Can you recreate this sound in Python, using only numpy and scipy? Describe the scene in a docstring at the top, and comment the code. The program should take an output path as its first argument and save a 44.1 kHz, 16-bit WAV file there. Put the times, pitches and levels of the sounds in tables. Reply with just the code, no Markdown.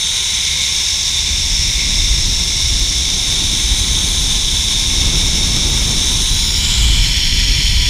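"""On a zip line, a rider gathers speed. The trolley's wheels roll on a cable of twisted steel strands
and shake the trolley's frame, which whirrs. The passing strands also sing a faint rising note over
the drone of the taut cable. A helmet camera swings round to face the trolley, which changes the
whirr's tone, while the wind thumps and rushes on its single microphone."""
import sys
import numpy as np
from scipy.fft import rfft, irfft, next_fast_len
from scipy.io import wavfile
from scipy.ndimage import uniform_filter1d, map_coordinates

SR = 44100
rng = np.random.default_rng(int(sys.argv[2]) if len(sys.argv) > 2 else 0)


def log_audio(samples):
    """Write samples as a 16-bit WAV file to the path given in sys.argv[1]."""
    # one column per channel
    frames = np.atleast_2d(samples).T
    # limit to full scale, then quantise
    limited = np.clip(frames, -1, 1)
    pcm = np.round(limited * 32767).astype(np.int16)
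    wavfile.write(sys.argv[1], SR, pcm)


N = 347949

# Where the trolley is as the head turns. Each row: time in seconds, degrees to the right of the lens.
TROLLEY_ANGLE = [(0, 50), (.45, 62), (1, 69), (2.3, 68), (3.1, 64.5), (4, 53.5), (4.4, 57.5), (5, 61.5),
                 (5.7, 61.5), (6, 58), (6.25, 52), (6.5, 27), (6.66, 13), (6.86, 6), (7.02, -8),
                 (7.25, -15)]


def trolley(strands):
    """The rolling wheels shake the frame into a whirr, whose highest hiss sputters a little."""
    full_db, start_drop_db, build_seconds = -16.5, 2.5, 0.37
    whirr_db = full_db - start_drop_db * (1 - ramp(0, build_seconds))
    force = rolling_wheels(strands) + fine_wires(strands)
    whirr = helmet_echo(whirr_swells(ringing_frame(force)))
    hiss = filtered(whirr, lambda hz: 1 - 1 / (1 + (hz / 11000) ** 24))
    sputter_db = wobble(130) + .4 * wobble(25)
    return amp(whirr_db) * (whirr + hiss * (amp(sputter_db) - 1))


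def rolling_wheels(strands):
    """The wheels feel ever new bumps on the cable, plus their own marks that come round each turn."""
    marks_share, tick_db, ticks_per_second = .17, -13.5, 300
    marks = np.zeros(N)
    for strands_per_turn in (12, 12 + 1 / np.pi):  # two wheels, slightly unequal
        rim = rng.standard_normal(576)
        place_on_rim = strands / strands_per_turn % 1 * len(rim)
        marks += map_coordinates(rim, [place_on_rim], mode="grid-wrap")
    bumps = np.sqrt(marks_share) * unit(marks) + np.sqrt(1 - marks_share) * rng.standard_normal(N)
    # Single wires tick under the wheel, and the load flutters.
    ticks = rng.standard_normal(N) * (rng.random(N) < ticks_per_second / SR)
    load_db = 0.49 * wobble(350) + 0.34 * wobble(25)
    return unit((bumps + amp(tick_db) * unit(ticks)) * amp(load_db))


def fine_wires(strands):
    """The fine wires in each strand pass under the wheels, adding fuzzy tones that rise with speed."""
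    # Each row: pitch as a multiple of the strand rate, width in Hz, level in dB within the wheels' force.
    tones = [(2, 24, -31), (2.48, 26, -35), (3.22, 55, -26), (4.11, 60, -30.5), (4.3, 110, -25),
             (4.95, 45, -31)]
    force = np.zeros(N)
    for multiple, width, db in tones:
        level = amp(db + 1.4 * wobble(width + 8))
        force += level * np.sin(2 * np.pi * multiple * strands + 0.62 * wobble(2 * width))
    return force


def ringing_frame(force):
    """The frame rings at its own pitches; how strongly each is heard depends on the trolley's angle."""
    # Five angles of the trolley, in degrees to the right of the lens.
    angles = [-19, 6, 28, 50, 74]
    # The frame's rings. Each row: pitch in Hz, width in Hz, then relative level in dB at each angle.
    rings = [(933, 360, -31.5, -20.5, -31, -24, -27.5), (1068, 140, -46, -39, -30, -29, -32),
             (1435, 350, -31.5, -22, -25, -29.5, -35), (1707, 310, -21, -23, -30, -25, -28),
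             (1962, 190, -15.5, -24, -23, -25, -26), (2163, 174, -14, -21, -18, -21, -18.5),
             (2340, 200, -10.5, -13, -19, -20.5, -19), (2714, 790, -9.5, -13.5, -19, -17.5, -15.5),
             (3108, 330, -6.5, -5, -16, -14.5, -29), (3422, 300, -6.5, -4, -8, -7.5, -12),
             (3660, 296, -15, -15, -10, -6, -5.5), (3900, 340, -27, -11, -5.5, -8.5, -11),
             (4255, 790, -6.5, -9.5, -22.5, -15.5, -15), (5070, 1020, -6.5, -9.5, -6.5, -14.5, -9),
             (5502, 490, -5.5, -15, -6, -9.5, -2.5), (6233, 570, -26, -15, -16, -6, -8),
             (6680, 510, -11.5, -23, -10, -25, -33), (7010, 540, -20, -7.5, -12, -13.5, -15.5),
             (7700, 1300, -34, -9, -29, -18.5, -17), (8640, 870, -19, -31, -26, -13.5, -20.5),
             (9280, 560, -25, -30, -13.5, -15, -40), (10030, 700, -27, -21, -28, -18, -26.5),
             (10490, 610, -23, -26, -24, -25.5, -26), (11370, 990, -27, -28.5, -32, -40, -39),
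             (12200, 1330, -31, -27.5, -26, -25.5, -30), (13180, 540, -29, -31, -33, -39, -43),
             (14700, 1690, -32, -31, -22, -29, -30)]
    angle, = curves(TROLLEY_ANGLE)
    centre, width, *levels = np.transpose(rings)

    def response(hz):
        power = amp(levels) ** 2 / width @ resonance(hz, centre[:, None], width[:, None])
        return np.sqrt(power / power.mean(axis=1, keepdims=True))

    # Blend the sounds for the two nearest angles.
    shares = np.array([np.interp(angle, angles, side) for side in np.eye(len(angles))])
    return np.sum(shares * filtered(force, response), axis=0)


def whirr_swells(whirr):
    """Three bands of the whirr, near 2.2, 3.65 and 5.4 kHz, swell and fade."""
    # The three bands. Each row: centre in Hz, width in Hz.
    bands = [(2200, 830), (3650, 800), (5400, 1200)]
    # Each row: time in seconds, then the boost in dB of the lower, middle and upper band.
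    boosts = [(0, 3, 1.2, 0), (.7, 4, 0, -1.8), (.95, 0.8, -0.8, 1.5), (1.17, 1.5, 1.8, -2.5),
              (1.5, 1.5, -3.3, 3), (1.78, 4.5, -0.5, 0.3), (2.3, 0, -1, 0.5), (3.1, -1, 0, .5),
              (3.85, 1.5, 0.5, -.5), (4.15, -1.5, 0.5, .5), (4.7, -1, 1.9, 0), (5.1, 2, 0.2, .5),
              (6.1, -0.5, -.3, 0), (6.6, .3, 0, 2), (7.89, -3, -0.5, -.5)]
    change = np.zeros(N)
    for (centre, width), boost_db in zip(bands, curves(boosts)):
        band = filtered(whirr, lambda hz: resonance(hz, centre, width))
        change += (amp(boost_db + 0.36 * wobble(7)) - 1) * band
    return whirr + change


def helmet_echo(whirr):
    """An echo off the helmet weakens some pitches, and these shift as the head turns."""
    # Each row: trolley angle in degrees, echo delay in seconds, echo strength as a share of the whirr.
    echoes = [(-18, 0.00091, 0.17), (11, 0.00099, 0.12), (30, 0.00113, 0.11), (60, .00135, 0.044),
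              (74, 0.0014, 0.098)]
    angle, = curves(TROLLEY_ANGLE)
    angles, delays, strengths = np.transpose(echoes)
    echo = map_coordinates(whirr, [np.arange(N) - SR * np.interp(angle, angles, delays)])
    strength = np.interp(angle, angles, strengths)
    return (whirr + strength * echo) / np.sqrt(1 + strength ** 2)


def wind(rate):
    """Big swirls of air thump the microphone; mid-sized eddies and a fluttering rush lie above them."""
    # The tone of each layer. Each row: frequency in Hz, relative level in dB.
    thump_tone = [(10, -32), (20, -1), (30, -2), (40, 1), (55, -2), (80, -8.5), (110, -16.5), (200, -35),
                  (500, -92)]
    eddy_tone = [(40, -38), (78, -4), (110, -1), (160, -2), (220, -7), (320, -18), (600, -38), (2000, -90)]
    rush_tone = [(120, -33), (220, -2.5), (290, -0.5), (400, -5.5), (550, -11.5), (900, -12), (1500, -17.5),
                 (4000, -43), (15000, -70)]
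    # Each holds: level in dB at cruising speed, dB gained per dB of speed, change in dB when sheltered.
    thump_law = (-22.8, 0.89, -8.5)
    eddy_law = (-32.5, 1.2, -6.5)
    rush_law = (-39.8, 1.13, -7)
    # Each row: peak time in seconds, length in seconds, change of the thumps in dB, of the rush in dB.
    gusts = [(1.55, 0.65, 5, -2.5), (2.095, 0.47, 7.5, 1.5), (2.78, 0.21, 6.5, 1.5), (3.35, 0.34, 1, 3.5),
             (3.72, .22, 4, -0.5), (3.93, 0.56, 2.5, 4), (4.298, 0.24, 3.5, 1), (5.088, 0.35, 5, 5),
             (5.73, 0.84, 3.5, 7), (6.4, 0.2, 3, -1), (6.913, 0.3, 10, 3.5), (7.43, 0.4, 7.5, -0.5),
             (7.804, 0.17, 7, -1)]
    low_gust_db = sum(db * swell(time, length) for time, length, db, _ in gusts)
    high_gust_db = sum(db * swell(time, length) for time, length, _, db in gusts)
    angle, = curves(TROLLEY_ANGLE)
    turn_db = 0.07 * (angle - 46.6)  # more rush as the head turns from the trolley into the wind
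    thump_db = airflow_db(thump_law, rate) + low_gust_db
    eddy_db = airflow_db(eddy_law, rate) + 0.34 * low_gust_db + 0.72 * high_gust_db
    rush_db = airflow_db(rush_law, rate) + high_gust_db + turn_db
    thumps = noise(thump_tone)
    thump_power = np.abs(uniform_filter1d(thumps ** 2, SR // 10))
    thumps /= np.sqrt(thump_power + 0.011)  # swirls break away at a fairly even strength
    flutter = wobble(26)
    eddies = amp(eddy_db + 1.3 * flutter) * noise(eddy_tone)
    rush = amp(rush_db + 0.75 * flutter) * noise(rush_tone)
    return amp(thump_db + 1.3 * wobble(16)) * thumps + eddies + rush


def airflow_db(law, rate):
    """Between gusts, the wind grows with speed; it is weaker in the shelter at the start."""
    cruise_db, growth, shelter_db = law
    sheltered = 1 - ramp(start=1.11, length=0.18)
    return cruise_db + growth * speed_db(rate) + shelter_db * sheltered


def cable_note(strands, rate):
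    """The passing strands sing one thin, uneven note that rises with speed."""
    # The note's swells. Each row: peak time in seconds, rise in dB.
    swells = [(.1, 10), (.57, 10), (1.55, 6), (1.92, 8.5), (2.47, 9), (3.2, 10), (4.3, 11.5), (5.15, 7),
              (6.05, 6), (6.45, 8.5), (6.88, 10), (7.38, 8), (7.83, 10)]
    swell_db = sum(db * swell(time, length=.3) for time, db in swells)
    note_db = -53.2 + 1.1 * speed_db(rate) + swell_db
    waver = (wobble(14) + 1j * wobble(15)) / np.sqrt(2)  # each stretch of cable sings differently
    return amp(note_db) * np.real((1 + .25 * waver) * np.exp(2j * np.pi * strands))


def cable_drone():
    """The taut cable and the rider's strap drone steadily under the load."""
    # Each row: pitch in Hz, width in Hz, level in dB.
    hums = [(69.7, 32, -32.5), (159, 57, -42), (381, 56, -50.5), (577, 460, -50)]
    drone = np.zeros(N)
    for centre, width, db in hums:
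        hum = filtered(rng.standard_normal(N), lambda hz: np.sqrt(resonance(hz, centre, width)))
        drone += amp(db) * unit(hum)
    return drone


def strand_rate():
    """Strands passing per second: gravity speeds the rider up, less and less as the cable flattens."""
    start_rate, start_gain_per_second, flattening_per_second = 450.3, 99.5, .0837
    t = np.arange(N) / SR
    return start_rate + start_gain_per_second * t * (1 - flattening_per_second * t / 2)


def speed_db(rate, cruise_rate=800):
    """Speed compared with cruising speed, in dB."""
    return 20 * np.log10(rate / cruise_rate)


def amp(db):
    """Turn decibels (dB) into a factor to multiply by."""
    return 10 ** (np.asarray(db) / 20)


def unit(x):
    """Scale a signal to an average power of 1."""
    return x / np.sqrt(np.mean(x ** 2) + 1e-20)


def curves(rows):
    """Join timed rows with straight lines: one curve for each column after the time."""
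    times, *columns = np.transpose(rows)
    return [np.interp(np.arange(N) / SR, times, column) for column in columns]


def wobble(per_second):
    """A smooth curve through this many random points a second."""
    points = rng.standard_normal(int(N * per_second / SR) + 4)
    return unit(map_coordinates(points, [np.arange(N) * per_second / SR]))


def swell(time, length):
    """A bell-shaped rise to 1 at the given time, above half height for length seconds."""
    return .5 ** ((2 * (np.arange(N) / SR - time) / length) ** 2)


def ramp(start, length):
    """A straight rise from 0 to 1, with start and length in seconds."""
    return np.clip((np.arange(N) / SR - start) / length, 0, 1)


def resonance(hz, centre, width):
    """A steep-sided peak that favours the frequencies near its centre."""
    offset = (hz ** 2 - centre ** 2) / ((hz + 1) * width)
    return 1 / (1 + offset ** 2) ** 2


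def filtered(x, response):
    """Multiply each frequency in x by response(hz)."""
    size = next_fast_len(N + SR // 2)
    hz = np.fft.rfftfreq(size, 1 / SR)
    return irfft(rfft(x, size) * response(hz), size)[..., :N]


def noise(tone):
    """Noise of power 1, shaped by rows of frequency in Hz and relative level in dB."""
    points_hz, db = np.transpose(tone)
    white = rng.standard_normal(N)
    return unit(filtered(white, lambda hz: amp(np.interp(np.log(hz + 1), np.log(points_hz), db))))


def scene():
    """Trolley, cable and wind at one microphone, the same in both ears."""
    rate = strand_rate()
    strands = np.cumsum(rate) / SR  # how many strands have passed so far
    mono = trolley(strands) + cable_note(strands, rate) + cable_drone() + wind(rate)
    return np.array([mono, mono])


def record(dry):
    """The camera rounds off the tallest peaks and cuts the very highest treble."""
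    ceiling, top_hz = .92, 15280
    rounded = dry / (1 + np.abs(dry / ceiling) ** 10) ** (1 / 10)
    return filtered(rounded, lambda hz: hz < top_hz)


dry = scene()
out = record(dry)
log_audio(out)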